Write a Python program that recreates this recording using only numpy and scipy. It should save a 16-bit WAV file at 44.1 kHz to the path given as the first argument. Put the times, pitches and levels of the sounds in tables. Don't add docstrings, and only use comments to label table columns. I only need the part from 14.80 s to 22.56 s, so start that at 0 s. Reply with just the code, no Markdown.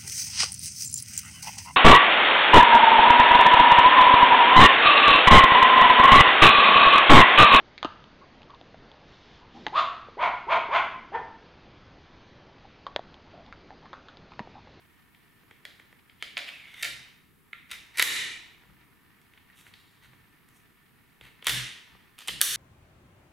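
import sys
import numpy as np
from scipy import signal
from scipy.fft import rfft, irfft
from scipy.io import wavfile
from scipy.ndimage import uniform_filter1d

SR = 44100
rng = np.random.default_rng(int(sys.argv[2]) if len(sys.argv) > 2 else 0)


def to_linear_factor(level_db):
    exponent = np.asarray(level_db, float) / 20
    return 10 ** exponent


def digitize_waveform(pressure):
    field = np.atleast_2d(pressure).T
    bounded = np.clip(field, -1, 1)
    quanta = np.round(bounded * 32767).astype(np.int16)
    wavfile.write(sys.argv[1], SR, quanta)


N = 342216

# pitch [Hz], width [Hz], level [dB].
STEEL_MODES = [(5690, 900, -5.5), (6810, 1000, -2.5), (7850, 1260, -3), (8750, 700, -1), (9600, 1300, -3.5),
               (10570, 570, -3), (11660, 2300, -4.5), (14800, 2600, -6.5)]
# frequency [Hz], likeness [-1 to 1].
HUSH_LIKENESS = [(60, 0.43), (180, 0.22), (550, 0.43), (1650, 0.428), (4970, 0.36), (7200, 0.76),
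                 (11000, 0.82), (15000, 0.29)]


def evened(x):
    return x / np.sqrt(np.mean(x ** 2) + 1e-20)


def read(points, hz):
    f, value = np.transpose(points)
    return np.interp(np.log(hz + 1), np.log(f + 1), value)


def add(mix, s, sound):
    part = mix[round(s * SR):][:len(sound)]
    part += sound[:len(part)]


def ring(x, modes, extra_db=0., wide=0.6):
    out = np.zeros(len(x))
    changes = np.outer(extra_db * np.ones(len(modes)), [0, 0, 1])
    for k, (hz, width, db) in enumerate(modes + changes):
        r = np.exp(-np.pi * width * wide / SR)
        pole = [1, -2 * r * np.cos(2 * np.pi * hz / SR), r * r]
        out += (-1) ** k * to_linear_factor(db) * np.sqrt(1 - r) * signal.lfilter([1, 0, -1], pole, x)
    return out


def pair(magnitude, same, size):
    a, b, c, d = rng.standard_normal((magnitude.shape[1], magnitude.shape[0], 4)).T
    same = np.clip(same, -1, 1)[:, None]
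    left, own = a + 1j * b, c + 1j * d
    z = np.array([left, same * left + np.sqrt(1 - same ** 2) * own])
    return signal.istft(z * magnitude, nperseg=size, noverlap=size * 3 // 4)[1]


def hush():
    # frequency [Hz], level [dB per Hz].
    hiss_colour = [(15, -53.5), (25, -19), (90, -3.5), (114, -3), (245, -6), (358, -11.5), (445, -13),
                   (584, -32), (1180, -17), (1280, -18), (1550, -19.5), (5720, -35.5), (12900, -25.5),
                   (15750, -28), (16050, -59.5)]
    hz = np.fft.rfftfreq(1024, 1 / SR)
    patches = rng.standard_normal((N // 256 + 5, 513)).T
    patches = evened(uniform_filter1d(uniform_filter1d(patches, 10, 0), 12, 1))
    colour = to_linear_factor(read(hiss_colour, hz)[:, None] + 0.81 * patches)
    return to_linear_factor(-63) * evened(pair(colour, read(HUSH_LIKENESS, hz), size=1024)[:, :N])


def rustle():
    # time [s], level [dB].
    busy = [(0.0, -63), (0.97, -62), (1.45, -64), (2.12, -54), (2.55, -71.5), (2.85, -62.5), (3.35, -56),
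            (3.41, -48), (3.8, -61.5), (4.3, -63), (4.9, -62), (6.4, -64), (6.811, -53.5), (7.43, -63.5),
            (7.56, -54), (7.76, -62)]
    # frequency [Hz], level [dB per Hz].
    skin_colour = [(470, -29.5), (800, -7.5), (955, -15), (1120, -12.5), (1220, -8), (1620, -11),
                   (1890, -4), (2090, -14.5), (2260, -8), (3220, -13.5), (6000, -26.5), (7800, -57),
                   (13200, -120)]
    # pitch [Hz], width [Hz], level [dB].
    fan = [(967, 57, -9.5), (1784, 35, -4), (2200, 61, -6)]
    hz, frames = np.fft.rfftfreq(256, 1 / SR), N // 64 + 5
    flicker = evened(uniform_filter1d(rng.standard_normal(frames), 5))
    colour = to_linear_factor(read(skin_colour, hz)[:, None] + 2.0 * flicker)
    z = evened(pair(colour, read(HUSH_LIKENESS, hz), size=256)[:, :N])
    z += to_linear_factor(-6.5) * evened(ring(rng.standard_normal(N), fan))
    s, db = np.transpose(busy)
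    return to_linear_factor(np.interp(np.arange(N) / SR, s, db) - 2.5) * z


def blows():
    # start [s], strength [dB], frame pitch [Hz], knock [dB].
    ticks = [(0.347, -46, 2730, -28), (0.634, -57.5, 1850, 2.5), (0.71, -40.5, 2340, -7),
             (0.997, -39, 2270, -11.5), (1.126, -44, 2200, -5.5), (1.402, -55, 2970, -14),
             (3.145, -53, 2460, -39), (3.8345, -51, 2000, -0.5), (3.854, -57.5, 2650, 2),
             (3.899, -62, 2070, 5.5), (4.385, -55.5, 2105, -13), (4.5351, -46, 2370, -26),
             (4.5742, -44.5, 2350, -17.5), (4.7, -46, 1930, -27), (4.866, -40, 2110, -15),
             (4.9371, -40.5, 2410, -34), (4.938, -42, 4400, -31), (4.81, -51, 3400, -25),
             (5.26, -52, 3000, -24.5), (5.332, -49.5, 2002, -3), (6.4106, -35, 2670, -11.5),
             (6.4668, -44, 2080, -11), (6.624, -34.5, 2650, -9), (7.15, -57.5, 1900, 8.5),
             (7.4834, -18, 3130, -25), (7.489, -28.5, 1900, 6), (7.6142, -20.5, 1830, 9)]
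    # start [s], strength [dB], frame pitch [Hz], steel [dB], rattle [ms].
    fitting = [(0.852, -25.5, 2800, -14, 3.7), (1.2965, -41.5, 2470, -27, 5),
               (1.4245, -18.5, 3100, -16.5, 3.8), (1.5693, -18.5, 2630, -21, 3.4),
               (1.5767, -19.5, 2800, -13, 3.8), (1.589, -23.5, 2660, -18, 4.9),
               (1.688, -27.5, 2640, -14, 5.9), (1.879, -38.5, 2300, -25.5, 6.7), (1.918, -54, 2300, -19, 5),
               (1.941, -36, 2200, -10, 3.3), (2.026, -20, 3930, -3, 3.1), (2.0297, -16, 2000, -7, 4.4),
               (2.0388, -23, 2900, -8, 4.3), (2.0455, -20, 2800, -5, 3.7), (2.0503, -17.5, 2300, -17, 2.4),
               (2.0565, -26.5, 2590, -23.5, 3.9), (2.7301, -25.5, 2100, -24.5, 2.7),
               (2.8951, -43, 2210, -16.5, 6.9), (2.905, -35, 2300, -13, 3.3),
               (2.9133, -28, 2480, -4.5, 5.3), (2.9176, -26, 3600, -7.5, 3.6), (2.931, -34, 2300, -13, 2.9)]
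    # start [s], strength [dB], frame pitch [Hz], steel [dB], rattle [ms].
    clacks = [(3.1725, -25.5, 2970, 2.5, 4.7), (3.177, -27, 2000, -14, 2.8), (3.1837, -18, 3330, -9, 13),
              (3.1952, -4, 2400, -7.5, 5.8), (3.2, -6, 2060, -14, 2.8), (3.2107, -17, 2470, 2, 6.6),
              (3.2167, -8.5, 2200, -16, 4.8), (3.2236, -3.5, 2530, 1, 2.8), (3.2262, -4, 2400, -7.5, 1.9),
              (3.236, -21.5, 3000, -11.5, 2.2), (4.415, -51, 2123, -4, 4.6), (5.687, -52, 1920, 2, 3.5),
              (6.6445, -34.5, 2700, 1, 5.3), (6.6683, -8.5, 3060, -3, 3.2), (6.6743, -10.5, 3050, -13, 2.8),
              (6.6815, -15, 2000, 0, 3.1), (6.694, -12, 3100, -1.5, 5.5), (6.699, -16.5, 2540, 2, 4.3),
              (6.706, -18, 2990, -15.5, 3.8), (7.388, -34.5, 3060, 0, 2.6), (7.405, -36.5, 3700, -7, 4.9),
              (7.417, -34.5, 3100, -11, 6.3), (7.4745, -28, 3750, 1, 3.1), (7.482, -19, 2300, 2, 2.4),
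              (7.6087, -19, 1500, -12, 8.1), (7.6138, -4, 3300, 7.5, 1.45), (7.617, -9.5, 1900, 3, 4.8),
              (7.6215, -12, 2460, -3, 2), (7.6374, -15, 3560, -8, 4.4), (7.649, -16, 3450, 7, 5.8),
              (7.656, -25, 3560, -2, 3)]
    rows = [(s, db, hz, -17.5, knock_db, 4.03, 3.5) for s, db, hz, knock_db in ticks]
    rows += [(s, db, hz, steel_db, -23, ms, 0.64) for s, db, hz, steel_db, ms in fitting]
    rows += [(s, db, hz, steel_db, -21, ms, 1) for s, db, hz, steel_db, ms in clacks]
    rows = np.array(sorted(rows))
    rebound = np.diff(rows[:, 0]) < .0065
    rows[1:, 4] += -11.5 * rebound
    return rows


def body_at(s):
    # pitch [Hz], width [Hz], level [dB].
    touched = [(620, 17, -6), (1500, 260, 2.5), (1900, 240, 7), (2300, 190, 4), (2700, 320, -2.5),
               (3250, 420, 4), (4090, 490, 2.5), (5040, 430, -3)]
    loose = [(660, 12, -11), (1293, 120, -3), (1754, 270, 4), (2200, 260, 8), (3150, 250, 5),
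             (3580, 250, 0.5), (4150, 230, -2.5), (4590, 190, -7), (4930, 250, -5)]
    entered = [(677, 24, -8), (1055, 79, -8.5), (1850, 560, 4), (2340, 280, 3.5), (2590, 170, 0.5),
               (2900, 530, 2), (3470, 670, 3), (4960, 1500, -3)]
    rails = [(700, 36, -30.5), (1330, 80, -2), (1770, 1400, 3), (2110, 150, 6.5), (2300, 260, 2),
             (2940, 100, 2), (3670, 170, 3), (4750, 720, -16)]
    past_first = [(645, 60, -11.5), (1360, 54, -8), (1780, 210, 3), (2200, 260, 5.5), (2700, 390, 1.5),
                  (3130, 160, -0.5), (3555, 180, 1), (3710, 230, 4.5), (4780, 790, 0)]
    hung = [(1343, 38, -3), (1770, 300, -0.5), (2100, 300, 5.5), (2540, 410, 0.5), (2943, 450, -3.5),
            (3720, 450, -5)]
    seated = [(1137, 229, -7), (1380, 220, -3.5), (2000, 230, 1), (2265, 160, 0), (2650, 480, -0.5),
              (3290, 420, -5), (3483, 100, -3), (3813, 280, -1.5), (4870, 1100, -5)]
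    home = [(966, 200, -9), (1385, 150, -3), (1930, 170, 3.5), (2300, 220, 1), (2650, 340, -2),
            (3060, 440, 0), (3450, 147, -3), (3765, 200, 1.5), (4570, 1400, -1.5)]
    held = [(1000, 360, 1.5), (1400, 250, 2.5), (1950, 550, 4), (2300, 350, 1.5), (2650, 360, -0.5),
            (3300, 580, 2), (3750, 300, 2.5), (4470, 850, -1)]
    racked = [(890, 510, -6), (1137, 830, -1.5), (1850, 430, 2), (2300, 730, -1.5), (2880, 390, 0.5),
              (3130, 650, 2), (3560, 460, 1), (3900, 550, -3), (4560, 2000, -5)]
    pulled = [(740, 240, -8.5), (1230, 270, -0.5), (1900, 200, 0.5), (2400, 350, -0.5), (3100, 650, 2),
              (3700, 220, -2), (4020, 310, -3.5), (5000, 600, -3.5)]
    back = [(1220, 770, -4), (1776, 250, 2.5), (2400, 200, -4.5), (2970, 340, -1), (3560, 300, 1),
            (4400, 370, -1), (5600, 370, -12)]
    stages = [(0, touched), (1.2, loose), (1.56, entered), (1.8, rails), (2.023, past_first), (2.7, hung),
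              (2.88, seated), (3.1, home), (3.8, held), (6.6, racked), (7.3, pulled), (7.6, back)]
    return [modes for start, modes in stages if start <= s][-1]


def near(modes, hz, fall_db, most_db):
    return -np.minimum(fall_db * np.log2(np.array(modes)[:, :1] / hz) ** 2, most_db)


def struck(db, knee_db=-21, lift=0.57):
    return db + lift * np.maximum(db - knee_db, 0)


def whitened(x, envelope):
    for _ in range(3):
        z = rfft(x * envelope)
        x = irfft(z / (abs(z) + 1e-9), len(x))
        x = x / np.sqrt(uniform_filter1d(x ** 2, size=41) + 1e-12)
    return x * envelope


def steel_at(s):
    # pitch [Hz], width [Hz], level [dB].
    sprung = [(5900, 700, -2), (6900, 710, -2.5), (7550, 1100, -4), (8460, 800, -0.5), (9770, 1200, 0),
              (10700, 700, 3), (11800, 1800, 0.5), (13850, 2500, -1.5)]
    # pitch [Hz], width [Hz], level [dB].
    slammed = [(5230, 770, -6), (6270, 640, -3), (7480, 700, -2), (8680, 800, -0.5), (9100, 900, -3.5),
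               (10200, 530, -1), (11500, 1300, -3), (13500, 2800, -6.5)]
    # time [s], tilt [dB per octave].
    brightness = [(1.4, -3.5), (2.0, -1), (3.2, 3.5), (6.7, 2.5), (7.48, -3), (7.6, 2)]
    steel = sprung if s > 7.6 else slammed if 3.1 < s < 3.8 else STEEL_MODES
    tilt_db = np.interp(s, *np.transpose(brightness)) * np.log2(np.array(steel)[:, 0] / 9000)
    return steel, tilt_db


def click(row, chance, grit):
    # pitch [Hz], width [Hz], level [dB].
    grip = [(300, 380, -5.5), (490, 214, 1.5), (672.3, 1000, 2.5), (1025, 1000, 4)]
    s, db, hz, steel_db, knock_db, ms, focus = row
    t, end = np.arange(len(grit)) / SR, max(ms, .3) / 1000
    chatter = whitened(grit, np.exp(-(t / end) ** 3 / 2 - 0.6 * t / end))
    contact = chatter * (1 + 2.0 * np.exp(-t / 0.000081))
    damp = np.exp(-np.maximum(t - end, 0) / .006)
    body = body_at(s)
    steel, tilt_db = steel_at(s)
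    near_db = near(body, hz, fall_db=7.0, most_db=5.5)[:, 0] * focus
    # modes, change per mode in dB, level in dB, blur
    parts = ((body, near_db, 0, 3), (steel, chance + tilt_db, steel_db, 25), (grip, 0, knock_db, 3))
    front, power = 0, 0
    for modes, extra_db, part_db, blur in parts:
        part = ring(contact * np.exp(-t * blur / 0.23), modes, extra_db) * damp
        part *= to_linear_factor(struck(db) + part_db) / np.abs(part).max()
        front = front + part
        response = ring(1. * (t == 0), modes, 0.79 * extra_db, wide=1.02)
        colour = uniform_filter1d(abs(rfft(response)) ** 2, blur)
        carries = to_linear_factor(2 * -4 * (modes is grip))
        power = power + carries * np.sum(part ** 2) * colour / colour.mean()
    crack = np.diff(grit, prepend=0) * np.exp(-t / 0.00041)
    front = front + to_linear_factor(struck(db) + steel_db - 2.5) * crack / np.abs(crack).max()
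    late = 30 + 400 * np.abs(uniform_filter1d(grit[:len(power)], size=15))
    spread = irfft(np.sqrt(power) * np.exp(-2j * np.pi * np.cumsum(late) / len(grit)))
    return s, front, spread


def thin_ring(s, db, hz, t60):
    t = np.arange(0, .3, 1 / SR)
    return s, to_linear_factor(db - 60 * t / t60) * np.minimum(t / .0012, 1) * np.sin(2 * np.pi * hz * t)


def run_up(length):
    t = np.arange(0, length, 1 / SR)
    return -67 * (length - t) - 26 * np.exp(-t / 0.018)


def ease_off(length):
    t, rise_s, ease_db = np.arange(0, length, 1 / SR), 0.0062, 9
    return np.interp(t, [0, rise_s, max(length, 2 * rise_s)], [-ease_db, 0, -ease_db])


def arch(length):
    return -20 * np.linspace(-1, 1, round(length * SR)) ** 2


def uneven_slips(size, rate, spread_db, most):
    strength = to_linear_factor(spread_db * np.minimum(rng.exponential(1, size), most))
    return rng.standard_normal(size) * strength * (rng.random(size) < rate / SR)


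def stroke(row, shape):
    s, length, db, steel_db, hz = row
    pressure_db = db + shape(length)
    size = len(pressure_db)
    slips = uneven_slips(size, 4000, 2.0, 3)
    body = body_at(s)
    weight = to_linear_factor(near(body, hz, fall_db=22.5, most_db=8.5))
    frame = 0
    for k, (w, mode) in enumerate(zip(weight, body)):
        frame = frame + w * (-1) ** k * ring(slips, [mode], wide=0.94)
    tilt_db = 2.0 * np.log2(np.array(STEEL_MODES)[:, 0] / 9000)
    steel = evened(ring(slips, STEEL_MODES, tilt_db, wide=1.1))
    rub = evened(frame) + to_linear_factor(steel_db) * steel
    return s, to_linear_factor(pressure_db - 4.0) * rub * signal.windows.tukey(size, .15)


def sing(s, length, db, first_hz, last_hz):
    size = round(length * SR)
    turn = np.exp(2j * np.pi * np.cumsum(np.linspace(first_hz, last_hz, size)) / SR)
    r = np.exp(-np.pi * 220 / SR)
    slips = uneven_slips(size, 1500, 3.0, 2)
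    slow = signal.lfilter([1], [1, -r], signal.lfilter([1], [1, -r], slips / turn))
    return s, to_linear_factor(db) * evened((turn * slow).real) * signal.windows.tukey(size, .12)


def swell(u, top):
    return -21 * np.where(u < top, 1 - u / top, (u - top) / (1 - top)) ** 2


def shove(s, length, db, deep_db):
    # pitch [Hz], width [Hz], level [dB].
    panel = [(55.2, 16, -4), (125.7, 8.5, -3.5), (190, 27, -5.5), (307.4, 56, -11)]
    t = np.arange(0, length, 1 / SR)
    u, push = t / length, rng.standard_normal(len(t))
    thud, drone = [np.sin(2 * np.pi * hz * t + push[0]) for hz, _, _ in panel[:2]]
    deep = to_linear_factor(deep_db + swell(u, 0.2)) * (thud + 0.4 * evened(ring(push, panel[:1])))
    hum = to_linear_factor(swell(u, 0.38)) * (1.01 * drone + 0.66 * evened(ring(push, panel[1:])))
    return s, to_linear_factor(db) * (deep + hum) * signal.windows.tukey(len(u), .2)


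def room(x):
    # frequency [Hz], time to fall 60 dB [s].
    die_away = [(120, 0.97), (400, 0.57), (1000, 0.46), (2500, 0.71), (6000, 0.57), (10000, 0.49),
                (15000, 0.23)]
    # frequency [Hz], level [dB].
    echo_colour = [(100, 10), (500, 0), (2000, -3.5), (6000, 0), (11000, -2.5), (16000, 6.5)]
    # frequency [Hz], likeness [-1 to 1].
    likeness = [(60, -0.14), (180, 0.62), (550, 0.37), (1650, 0.48), (4970, 0.8), (15000, 0.78)]
    hz, t = np.fft.rfftfreq(256, 1 / SR), np.arange(SR // 80) * 64 / SR
    builds = np.clip((t - .002) / 0.0019, 0, 1)
    shape = to_linear_factor(read(echo_colour, hz)[:, None] - 60 * t / read(die_away, hz)[:, None]) * builds
    out, turn = np.zeros((2, N)), np.arange(N) / SR * 2 * np.pi / .017
    for k in range(3):
        tail = pair(shape, read(likeness, hz), size=256)
        share = np.sqrt(2 / 3) * np.cos(turn + k * 2 * np.pi / 3)
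        out += signal.fftconvolve((x * share)[None], tail / np.linalg.norm(tail[0]), axes=1)[:, :N]
    return out


def ports(x):
    # frequency [Hz], level [dB].
    response = [(0, 0.5), (13000, -1.5), (15000, -7), (15750, -9), (16100, -20.5), (22050, -60.5)]
    # frequency [Hz], left minus right [dB].
    lean = [(60, 0.65), (180, 0.5), (550, -0.82), (1650, -0.73), (4970, -0.82), (15000, 0.0)]
    hz = np.linspace(0, SR / 2, 257)
    taps = [signal.firwin2(255, hz, to_linear_factor(read(response, hz) + side * read(lean, hz)), fs=SR)
            for side in (.5, -.5)]
    return signal.oaconvolve(x, taps, "same", axes=1)


def scene():
    # start [s], level [dB], pitch [Hz], time to fall 60 dB [s].
    rings = [(0.634, -57, 300, 0.11), (0.853, -50, 2000, .1), (0.853, -47, 3320, .1),
             (0.853, -54, 4300, .08), (1.4253, -30, 3150, .04), (2.03, -39, 1395, .25),
             (2.7305, -46, 1360, .12), (2.731, -34, 2130, 0.022), (2.918, -34, 3700, .03),
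             (4.7, -53, 1900, .08), (7.475, -37, 3700, .05), (7.483, -27, 2046, 0.047),
             (7.4845, -23, 3050, 0.059), (7.6375, -12, 3560, 0.069)]
    # start [s], length [s], final pressure [dB], steel [dB], frame pitch [Hz].
    runs = [
        (1.392, 0.029, -43, -20, 3100),
        (1.871, 0.077, -49, -13, 2254),
        (1.939, 0.0857, -42, -9, 2200),
        (2.886, 0.029, -38.5, -12.5, 2306),
        (3.128, 0.065, -37, -15, 2130),
        (6.649, 0.016, -21, -13, 2980),
        (7.453, 0.014, -42, -6, 3470),
    ]
    # start [s], length [s], peak pressure [dB], steel [dB], frame pitch [Hz].
    drags = [
        (1.599, 0.04, -45, -18, 2450),
        (1.71, 0.25, -47.5, -15.5, 2530),
        (2.922, 0.037, -36.5, -14, 2200),
        (3.179, 0.021, -27, -1, 2100),
        (4.943, 0.29, -62.5, -5.5, 3900),
        (7.062, 0.277, -63.5, -22, 900),
        (7.376, 0.091, -45.5, -10.5, 2700),
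        (7.643, 0.11, -20.5, -0.5, 3580),
    ]
    # start [s], length [s], peak pressure [dB], steel [dB], frame pitch [Hz].
    brushes = [
        (1.657, 0.058, -36, -20, 2550),
        (4.74, 0.11, -55, -1.5, 2830),
        (5.215, 0.065, -51, -11, 1950),
        (5.717, 0.098, -66.5, 4, 1950),
        (4.843, 0.06, -53.5, -6, 2200),
        (6.406, 0.1, -49.5, -12.5, 2320),
    ]
    # start [s], length [s], level [dB], first pitch [Hz], last pitch [Hz].
    sings = [
        (1.701, 0.11, -51.5, 2730, 2420),
        (1.789, 0.14, -54.5, 2300, 2050),
        (1.94, 0.088, -51.5, 2180, 1840),
        (1.846, 0.077, -61.5, 3450, 3400),
        (1.94, 0.091, -54, 3480, 3560),
        (1.938, 0.094, -58, 3200, 3070),
    ]
    # start [s], length [s], level [dB], lowest mode [dB].
    shoves = [
        (2.019, 0.34, -67.5, -2),
        (2.897, 0.19, -66, 4),
        (3.183, 0.39, -67, -9),
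        (3.8, 0.33, -63.5, -3),
        (5.2, 0.22, -63.5, -5.5),
        (6.401, 0.1, -61.5, -5),
        (6.655, 0.24, -42.5, -6),
        (7.103, 0.14, -64, -5),
        (7.469, 0.23, -51.5, -7),
        (7.62, 0.24, -56, -3),
    ]
    front, around, table, other = np.zeros((4, N))
    hits = blows()
    draws = rng.standard_normal((len(hits), 8 + 1300))
    for row, draw in zip(hits, draws):
        s, direct, spread = click(row, draw[:8], draw[8:])
        add(front, s, direct)
        add(around, s, spread)
    for rows, shape in ((runs, run_up), (drags, ease_off), (brushes, arch)):
        for row in rows:
            s, rub = stroke(row, shape)
            add(front, s, rub)
            add(around, s, rub)
    for s, sound in [sing(*row) for row in sings] + [thin_ring(*row) for row in rings]:
        add(front, s, sound)
        add(around, s, to_linear_factor(-7.5) * sound)
    for row in shoves:
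        add(table, *shove(*row))
        add(other, *shove(*row))
    low = np.array([to_linear_factor(3.5) * table, to_linear_factor(1.5) * (0.6 * table + 0.8 * other)])
    return ports(front + to_linear_factor(-0.5) * room(around) + rustle()) + low


def levelled(x):
    smooth_s, knee_db, share = 0.04, -30, .6
    r = np.exp(-1 / (smooth_s * SR))
    power = (x ** 2).mean(0)
    for _ in range(2):
        power = signal.lfilter([1 - r], [1, -r], power)
    power_db = 10 * np.log10(power + 1e-12)
    return x / to_linear_factor(share * np.maximum(power_db - knee_db, 0))


def roll_off(x):
    return signal.sosfilt(signal.butter(12, 17020, fs=SR, output="sos"), x)


def record(dry):
    power_db = 10 * np.log10(abs(uniform_filter1d((dry ** 2).mean(0), size=300)) + 1e-12)
    climb = np.arange(N) * 160. / SR
    held_db = np.maximum.accumulate(power_db + climb) - climb
    over_db = np.maximum(held_db + 28, 0)
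    ducked = dry / to_linear_factor(.52 * uniform_filter1d(over_db, size=100))
    return roll_off(levelled(ducked) + hush())


dry = scene()
out = record(dry)
digitize_waveform(out)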